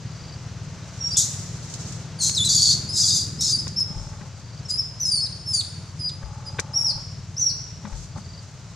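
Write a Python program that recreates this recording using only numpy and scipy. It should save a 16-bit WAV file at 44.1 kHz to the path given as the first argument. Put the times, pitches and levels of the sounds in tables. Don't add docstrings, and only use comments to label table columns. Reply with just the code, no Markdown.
import sys
import numpy as np
from scipy import signal
from scipy.fft import rfft, irfft, next_fast_len
from scipy.io import wavfile
from scipy.ndimage import uniform_filter1d

SR = 44100
rng = np.random.default_rng(int(sys.argv[2]) if len(sys.argv) > 2 else 0)


def generate_wav(sig):
    pcm = np.round(np.clip(np.atleast_2d(sig).T, -1, 1) * 32767).astype(np.int16)
    wavfile.write(sys.argv[1], SR, pcm)


N = 385875
TIME = np.arange(N) / SR

# (f/Hz, level/dB per Hz)
AIR_SPECTRUM = [(240, -21), (400, -0.5), (690, -0.5), (745, -4), (854, -2), (1210, -3.5), (1450, -3.5),
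                (1720, -6.5), (2060, -7), (2390, -8), (3660, -10), (4010, -7.5), (6220, -7.5), (9660, -34),
                (15000, -44)]
# (t/s, level/dB)
HISS_LEVEL = [(0, -47), (1.8, -45.5), (4.3, -49.5), (8.75, -50.5)]

# (t/s, f/Hz)
FIRING_RATE = [(0, 19.4), (1.7, 19.5), (2.7, 20.65), (3.55, 20.7), (4.1, 19), (4.7, 18.6), (6.5, 18.6),
               (8.75, 18.3)]
# (f/Hz, level/dB per Hz)
EXHAUST_SPECTRUM = [(22, -35), (40, -16.5), (54, -6.5), (68, -9), (90, 2.5), (110, 3.5), (135, 1),
                    (160, 0.5), (190, -8.5), (250, -17.5), (310, -20), (400, -24.5), (600, -47),
                    (1200, -77)]
IDLE_HZ = 19
ENGINE_DB, LOUDER_DB_PER_HZ, BRIGHTER_DB_PER_HZ = -36, 2.24, 2

# (end t/s, level/dB)
TWITTER_BOUTS = [(.349, -46), (4.6, -48.5), (8.402, -45.5)]
CRESCENDO_DB_PER_S = 39

# (t/s, half length/s, level/dB)
LEAF_SCUFFLES = [(1.3, 0.25, -45), (1.835, 0.2, -47), (4.057, 0.16, -57), (7.993, 0.086, -53.5)]
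# (t/s, level/dB, t60/s)
LEAF_SNAPS = [(1.699, -43, .03), (1.739, -33.5, 0.042), (1.923, -38, 0.035), (2.296, -21.5, 0.021),
              (3.679, -31.5, .04), (6.5971, -22, 0.03), (6.602, -28, 0.013), (8.175, -51, 0.094)]
STIR_DB = -57.5

# (t/s, level/dB, t60/s)
CASING_KNOCKS = [(3.668, -34, 0.019), (4.129, -55, 0.054), (4.209, -47, .08), (6.228, -45, 0.042),
                 (6.585, -30, 0.06), (6.589, -31, 0.034), (6.5907, -16, 0.0093), (7.85, -41.5, 0.077),
                 (7.926, -46, 0.034), (8.171, -50, .05)]
# (f/Hz, filter width/Hz, level/dB)
CASING_MODES = [(462, 240, -2.5), (1095, 360, 4), (1540, 430, 2.5), (1876, 200, 0), (2330, 200, -1.5),
                (3700, 340, -8.5)]
# (t/s, level/dB, ring f/Hz, t60/s)
DULL_BUMPS = [(3.904, -29, 184, 0.088), (3.958, -30.5, 42.4, 0.65), (4.213, -33, 190, 0.073),
              (6.236, -29, 58, 0.31), (6.95, -39, 40.6, 0.45), (7.846, -30, 205.6, 0.21),
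              (7.924, -27, 47.3, 0.39), (8.175, -34.5, 206, 0.15)]
# (f/Hz, filter width/Hz, level/dB)
MOTOR_MODES = [(570, 75, -2), (866, 118, 1), (1110, 380, -7)]
# (start t/s, length/s, level/dB)
MOTOR_SPURTS = [(3.872, 0.42, -51), (6.205, 0.82, -49), (7.815, 0.17, -49.5), (8.147, 0.055, -42)]
SPIN_UP_S = 0.02

# (t/s, level/dB)
ECHO_SHARE = [(1.1, 9), (1.25, 2), (3.8, 1.5), (5, 3), (6.7, 2), (7.45, 8)]
# (f/Hz, level/dB)
ECHO_SIDE = [(4000, -3.5), (5500, 0.5), (7500, 3), (10000, 7), (15000, 2)]

# (f/Hz, filter width/Hz, level/dB)
THROAT_MODES = [(3850, 320, -1), (4600, 1260, 10.5), (6360, 1440, 4.5), (7170, 1600, -1.5),
                (10070, 3200, -19)]
# (multiple of the pitch, level/dB)
WHISTLE_OVERTONES = [(2, -17.5), (3, -20.5)]
# (multiple of the pitch, level/dB)
DOUBLING_LINES = [(1.5, -9.5), (2.5, -18)]
# (f/Hz, level/dB)
MOUTH_RESPONSE = [(2600, 12), (3400, -7), (6000, -0.5), (7500, -2.5), (9300, -5), (10500, -11),
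                  (12000, -24.5), (15000, -42)]
# (start t/s, length/s, slide/s, start f/Hz, turn f/Hz, end f/Hz, final drop/octaves,
#  level/dB, roughness/0-1, overtone level/dB)
WHISTLE_NOTES = [ (0.989, 0.13, 0.048, 5710, 5572, 5510, 0.023, -28.5, 0.05, -8),
                 (1.108, 0.043, 0.016, 4640, 4730, 5470, 0, -25.5, 0.13, 0),
                 (1.161, .011, 0.0087, 3304, 3610, 3660, 0.027, -14, 0.05, -2),
                 (2.337, 0.029, 0.0064, 5846, 5760, 4690, 0.015, -20.5, 0.56, 11),
                 (2.364, 0.029, 0.009, 4400, 3974, 3497, 0.0073, -11, 0.21, 6.5),
                 (2.393, .048, 0.012, 3576, 3442, 3620, 0, -13, 0.09, 6.5),
                 (2.443, .037, 0.0071, 4013, 4060, 3830, 0.0055, -13, 0.38, 6.5),
                 (2.888, .031, 0.0045, 4930, 4990, 5120, 0.045, -23, 0.1, 6),
                 (3.388, .016, 0.01, 5180, 5250, 5505, 0.03, -22.5, 0.11, -1),
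                 (3.526, 0.049, 0.0029, 4880, 4754, 4576, 0.0041, -18, 0.15, 5.5),
                 (3.571, 0.041, .022, 4684, 5096, 4970, 0.0046, -19.5, 0.16, 1),
                 (3.762, 0.045, .036, 5140, 5543, 5490, 0.0081, -14.5, .02, -.5),
                 (3.803, 0.029, .004, 5230, 5158, 5370, 0.04, -15, 0, 1),
                 (4.65, 0.017, 0.0074, 5200, 5360, 5550, 0, -33.5, 0.13, -7),
                 (4.684, 0.093, 0.022, 5220, 4913, 5130, 0.047, -22, 0.06, 4),
                 (4.776, 0.039, 0.019, 5230, 5400, 5315, 0.089, -18, .05, -2),
                 (4.998, 0.046, .015, 5400, 6066, 5710, 0.097, -20.5, 0.1, 12),
                 (5.049, .061, .004, 5650, 5276, 4986, 0, -19, .22, 6),
                 (5.11, .098, .008, 4970, 4766, 4380, 0, -18, 0.13, 10),
                 (5.204, .065, 0.0024, 4960, 5160, 4905, .36, -22.5, 0.12, -5),
                 (5.458, 0.097, 0.032, 5230, 5285, 5175, 0.066, -25.5, 0.14, 9.5),
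                 (5.523, 0.091, 0.02, 5150, 4707, 4390, 0.36, -18.5, 0.13, 9),
                 (5.99, 0.11, 0.011, 4990, 4970, 4820, .5, -27.5, 0, 3.5),
                 (6.455, 0.034, 0.017, 5020, 4986, 4870, 0.01, -28.5, 0.17, 3),
                 (6.735, 0.11, 0.033, 5050, 5600, 5520, 0.024, -17, 0.08, 1.5),
                 (6.844, 0.07, 0.0037, 5630, 5560, 4670, 0.16, -18.5, 0.1, -1.5),
                 (7.366, 0.049, 0.039, 5250, 6105, 5960, 0, -19.5, .08, 1),
                 (7.413, 0.093, 0.0039, 5600, 5774, 5420, 0.4, -21.5, 0.1, -1.5)]
# (start t/s, length/s, slide/s, start f/Hz, turn f/Hz, end f/Hz, release/s, level/dB, roughness,
#  upper throat level/dB, overtone level/dB, period doubling level/dB)
SCREAM_NOTES = [ (1.167, 0.093, 0.0036, 3500, 3650, 4154, .075, -15.5, 1.2, 21.5, 3, 8),
                (2.188, 0.16, 0.04, 4770, 4113, 4323, 0.077, -19, 0.88, 10.5, 11.5, 6),
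                (2.483, 0.081, 0.0095, 3955, 4453, 4843, .004, -18, 0.97, 5, 8, 10.5),
                (2.557, .21, .003, 4460, 4566, 4400, 0.038, -16, 0.76, 3.5, 1, 0.5),
                (2.917, .339, .055, 5177, 5085, 4742, 0.093, -17.5, 0.8, 8.5, 5.5, -2),
                (3.404, .124, .005, 5360, 5480, 4828, 0.0038, -20.5, 0.78, 8.5, 2, -19)]
# (t/s, half length/s, roughness/0-1, period doubling level/dB)
VOICE_BREAKS = [(2.563, 0.0079, 0.52, 18), (3.803, 0.0069, 0.24, -23), (4.703, 0.021, .44, 6),
                (5.55, 0.027, 0.4, 9), (6.097, 0.0089, 0.38, -12), (7.409, 0.0087, 0.3, -8)]
ONSET_DB, SWELL_MAX_S = -13, 0.066
WHISTLE_RELEASE_S, WHISTLE_FADE_DB, DROP_S = 0.022, -5, 0.014
WHISTLE_DOUBLING_DB, WHISTLE_UPPER_DB = -8.5, 13
SCREAM_FADE_DB, CLEAN_ONSET, CLEAN_RELEASE = -15, 0.722, .25

TOP_HZ = 15300


def undb(db):
    return 10 ** (np.asarray(db) / 20)


def unit(x):
    return x / np.sqrt(np.mean(x ** 2))


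def curves(rows):
    s, *columns = np.transpose(rows)
    return [np.interp(TIME, s, c) for c in columns]


def noise():
    return rng.standard_normal(N)


def walk(rate):
    steps = rng.standard_normal(N)
    return 1.25 * np.interp(TIME * rate, np.arange(N), steps)


def band(x, hz, width_hz):
    b, a = signal.iirpeak(min(hz, .45 * SR), hz / width_hz, fs=SR)
    once = signal.lfilter(b, a, x)
    return signal.lfilter(b, a, once)


def colour(x, points):
    hz, db = np.transpose(points)
    size = next_fast_len(N + 4096)
    f = np.maximum(np.arange(size // 2 + 1) * SR / size, 1)
    response = undb(np.interp(np.log(f), np.log(hz), db))
    return irfft(rfft(x, size) * response, size)[..., :N]


def pan(x, left_db):
    return x * undb(np.array([[left_db], [-left_db]]) / 2)


def spread(make, side_db, left_db):
    middle = make()
    side = undb(side_db) * make()
    return pan(middle + side * np.array([[1], [-1]]), left_db)


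def fade(t60):
    t = np.arange(SR // 2) / SR
    return t, undb(-60 * t / t60)


def add(out, s, x):
    i = int(s * SR)
    out[i:i + len(x)] += x[:N - i]


def pulses(rate):
    cycles = np.cumsum(rate) / SR
    return np.diff(np.floor(cycles), prepend=0)


def ramp(t, length):
    return np.clip(1 - t / max(length, 1e-4), 0, 1)


def swell(s, half_s):
    return np.exp(-((TIME - s) / half_s) ** 2)


def air():
    db, = curves(HISS_LEVEL)
    hiss = spread(lambda: unit(colour(noise(), AIR_SPECTRUM)) * undb(.5 * walk(8.2)),
                  side_db=-12.5, left_db=1.8)
    return hiss * undb(db)


def engine(scatter_db=2.5, rumble_db=-3, smear_t60=0.1685):
    hz, = curves(FIRING_RATE)
    extra_hz = hz - IDLE_HZ
    firings = pulses(hz) * undb(scatter_db * walk(20))
    t, ring = fade(smear_t60)
    paths = rfft(ring * rng.standard_normal(len(t)))
    smear = np.roll(irfft(paths / np.abs(paths)), SR // 10)
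    thumps = signal.fftconvolve(firings, smear)[SR // 10:][:N]
    rumble = spread(lambda: unit(colour(noise(), EXHAUST_SPECTRUM)), side_db=-37, left_db=4.5)
    hum = unit(unit(colour(thumps, EXHAUST_SPECTRUM)) + undb(rumble_db) * rumble)
    lows = colour(hum, [(140, 3.0), (220, -14.0), (400, -58)])
    brightened = lows + (hum - lows) * undb(BRIGHTER_DB_PER_HZ * extra_hz)
    return brightened * undb(ENGINE_DB + LOUDER_DB_PER_HZ * extra_hz)


def bird(top_hz=5100, fall_hz=800, pairs_hz=22.9):
    out = np.zeros(N)
    for end, db in TWITTER_BOUTS:
        before = np.minimum(TIME - end, 0)
        slot, within = np.divmod(before * pairs_hz * 3, 1)
        notes = (slot % 3 > 0) * np.sin(np.pi * within) ** 2
        phase = 2 * np.pi * np.cumsum(top_hz - fall_hz * within) / SR
        out += notes * undb(db + CRESCENDO_DB_PER_S * before) * np.sin(phase)
    return 2 * out


def leaves():
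    scuffles = sum(undb(db) * swell(s, half_s) for s, half_s, db in LEAF_SCUFFLES)
    force = (undb(STIR_DB) + scuffles) * undb(1.5 * walk(60))
    for s, db, t60 in LEAF_SNAPS:
        add(force, s, undb(db) * fade(t60)[1])
    crackle = spread(lambda: unit(band(noise() * undb(1.4 * walk(1500)), 6840, 2850)),
                     side_db=-0.5, left_db=0)
    return colour(force * crackle, [(1500, 11), (4000, 10), (9000, -6.0), (15000, -7.0)])


def casing_knocks():
    blows = np.zeros(N)
    for s, db, t60 in CASING_KNOCKS:
        t, ring = fade(t60)
        add(blows, s, undb(db) * ring * rng.standard_normal(len(t)))
    return undb(17.5) * sum(undb(db) * band(blows, hz, width) for hz, width, db in CASING_MODES)


def dull_bumps():
    bumps = np.zeros(N)
    for s, db, hz, t60 in DULL_BUMPS:
        t, ring = fade(t60)
        add(bumps, s, undb(db) * ring * np.sin(2 * np.pi * hz * t))
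    return bumps


def small_motor(turn_hz=42, grit=0.065):
    ticks = pulses(turn_hz * (1 + 0.039 * walk(30)))
    drive = ticks + grit * noise() / 2
    running = np.zeros(N)
    for s, length, db in MOTOR_SPURTS:
        edge_s = np.minimum(TIME - s, s + length - TIME)
        running += undb(db) * np.clip(edge_s / SPIN_UP_S, 0, 1)
    return unit(sum(undb(db) * band(drive, hz, width) for hz, width, db in MOTOR_MODES)) * running


def handling():
    return pan(casing_knocks() + small_motor(), left_db=5.5) + pan(dull_bumps(), left_db=10.5)


def forest(x, ground_db=-9, ground_s=.0021, near_db=-8, near_t60=0.2, far_db=-12, far_t60=0.74, width=0.54):
    t = np.arange(SR) / SR
    responses = []
    for _ in range(2):
        stems = rng.standard_normal(SR) ** 3 * undb(-60 * t / near_t60) * (t > .003)
        trunks = rng.standard_normal(SR) * undb(-60 * t / far_t60) * np.minimum(t / .03, 1)
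        responses.append((undb(near_db) * unit(stems) + undb(far_db) * unit(trunks)) / np.sqrt(SR))
    middle, side = responses
    side = colour(side, ECHO_SIDE)[:SR]
    stereo = middle + width * side * np.array([[1], [-1]])
    share_db, = curves(ECHO_SHARE)
    sent = colour(x * undb(share_db), [(5000, 0.13), (10000, -3), (15000, 0)])
    echoes = signal.fftconvolve(sent[None], stereo, axes=1)[:, :N]
    bounce = undb(ground_db) * np.roll(x, int(ground_s * SR))
    return x + bounce + echoes


def note(start, length, slide, start_hz, turn_hz, end_hz):
    span = slice(int(start * SR), int((start + length) * SR))
    t = TIME[span] - TIME[span][0]
    drift = np.interp(t, [slide, length], [turn_hz, end_hz])
    return span, t, drift + (start_hz - turn_hz) * ramp(t, slide) ** 2


def voice():
    hz = np.full(N, 5000.)
    gain, rough, overtone_db = np.zeros((3, N))
    upper_db = np.zeros(N) + WHISTLE_UPPER_DB
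    doubling_db = np.zeros(N) + WHISTLE_DOUBLING_DB
    for *contour, drop, db, roughness, overtones in WHISTLE_NOTES:
        span, t, pitch = note(*contour)
        length, slide = contour[1:3]
        hz[span] = pitch * 2 ** (-drop * ramp(length - t, DROP_S))
        onset_db = ONSET_DB * ramp(t, min(slide, SWELL_MAX_S))
        fade_db = WHISTLE_FADE_DB * ramp(length - t, WHISTLE_RELEASE_S)
        gain[span] = undb(db + onset_db + fade_db)
        rough[span], overtone_db[span] = roughness, overtones
    for *contour, release, db, roughness, upper, overtones, doubling in SCREAM_NOTES:
        span, t, pitch = note(*contour)
        length, slide = contour[1:3]
        building, ebbing = ramp(t, slide), ramp(length - t, release)
        gain[span] = undb(db + ONSET_DB * building + SCREAM_FADE_DB * ebbing)
        rough[span] = roughness * (1 - CLEAN_ONSET * building - CLEAN_RELEASE * ebbing)
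        hz[span], upper_db[span] = pitch, upper
        overtone_db[span], doubling_db[span] = overtones, doubling
    for s, half_s, roughness, doubling in VOICE_BREAKS:
        share = swell(s, half_s)
        rough += share * (roughness - rough)
        doubling_db += share * (doubling - doubling_db)
    settings = (gain, rough, upper_db, overtone_db, doubling_db)
    return hz, *(uniform_filter1d(c, size=132) for c in settings)


def rasp(hz, upper_db, hiss_db=-5, shake_db=-1.3, patchy_db=2.9, lurch=.06, stumble=.03):
    drift = lurch * walk(110)
    out = 0
    for f, width, db in THROAT_MODES:
        closures = pulses(hz / 4 * (1 + drift + stumble * walk(900)))
        drive = unit(closures) + undb(hiss_db) * noise()
        opening_db = upper_db * np.clip(2 * np.log2(f / 4800), -1, 1)
        out = out + undb(db + opening_db + patchy_db * walk(120)) * band(drive, f, width)
    out = colour(out, [(2600, -21), (3100, -6.5), (3500, -1), (8000, -1.5), (13000, -1.0), (16000, -5)])
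    running_rms = np.sqrt(uniform_filter1d(out ** 2, size=400))
    return out / running_rms * undb(shake_db * walk(400))


def monkey(waver=.005, ripple=.004, jitter=.035, wobble=.022, flutter_db=0.3, rough_flutter_db=2, chaos_power=1.43):
    hz, gain, rough, upper_db, overtone_db, doubling_db = voice()
    rough = np.clip(rough, 0, 1)
    strain = rough * (wobble * walk(200) + jitter * rough * walk(1100))
    unsteady = waver * walk(170) + ripple * walk(55) + strain
    phase = 2 * np.pi * np.cumsum(hz * (1 + unsteady)) / SR
    overtones = sum(undb(db + overtone_db) * np.sin(k * phase) for k, db in WHISTLE_OVERTONES)
    halves = sum(undb(db + doubling_db) * np.sin(k * phase) for k, db in DOUBLING_LINES)
    whistle = np.sqrt(2) * colour(np.sin(phase) + overtones + rough * halves, MOUTH_RESPONSE)
    whistle *= undb((flutter_db + rough_flutter_db * rough) * walk(160))
    chaos = .95 * rough ** chaos_power
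    sound = gain * (np.sqrt(1 - chaos ** 2) * whistle + chaos * rasp(hz, upper_db))
    return colour(sound, [(2000, -9), (3200, 0)])


def scene():
    twitter = bird()
    calls = forest(monkey() * undb(-1.5) + twitter * undb(-10)) + twitter * undb(-2)
    return air() + engine() + leaves() + handling() + pan(calls, left_db=1.5)


def record(dry):
    top_cut = signal.ellip(8, .2, 70, TOP_HZ, fs=SR, output="sos")
    return signal.sosfilt(top_cut, dry)


dry = scene()
out = record(dry)
generate_wav(out)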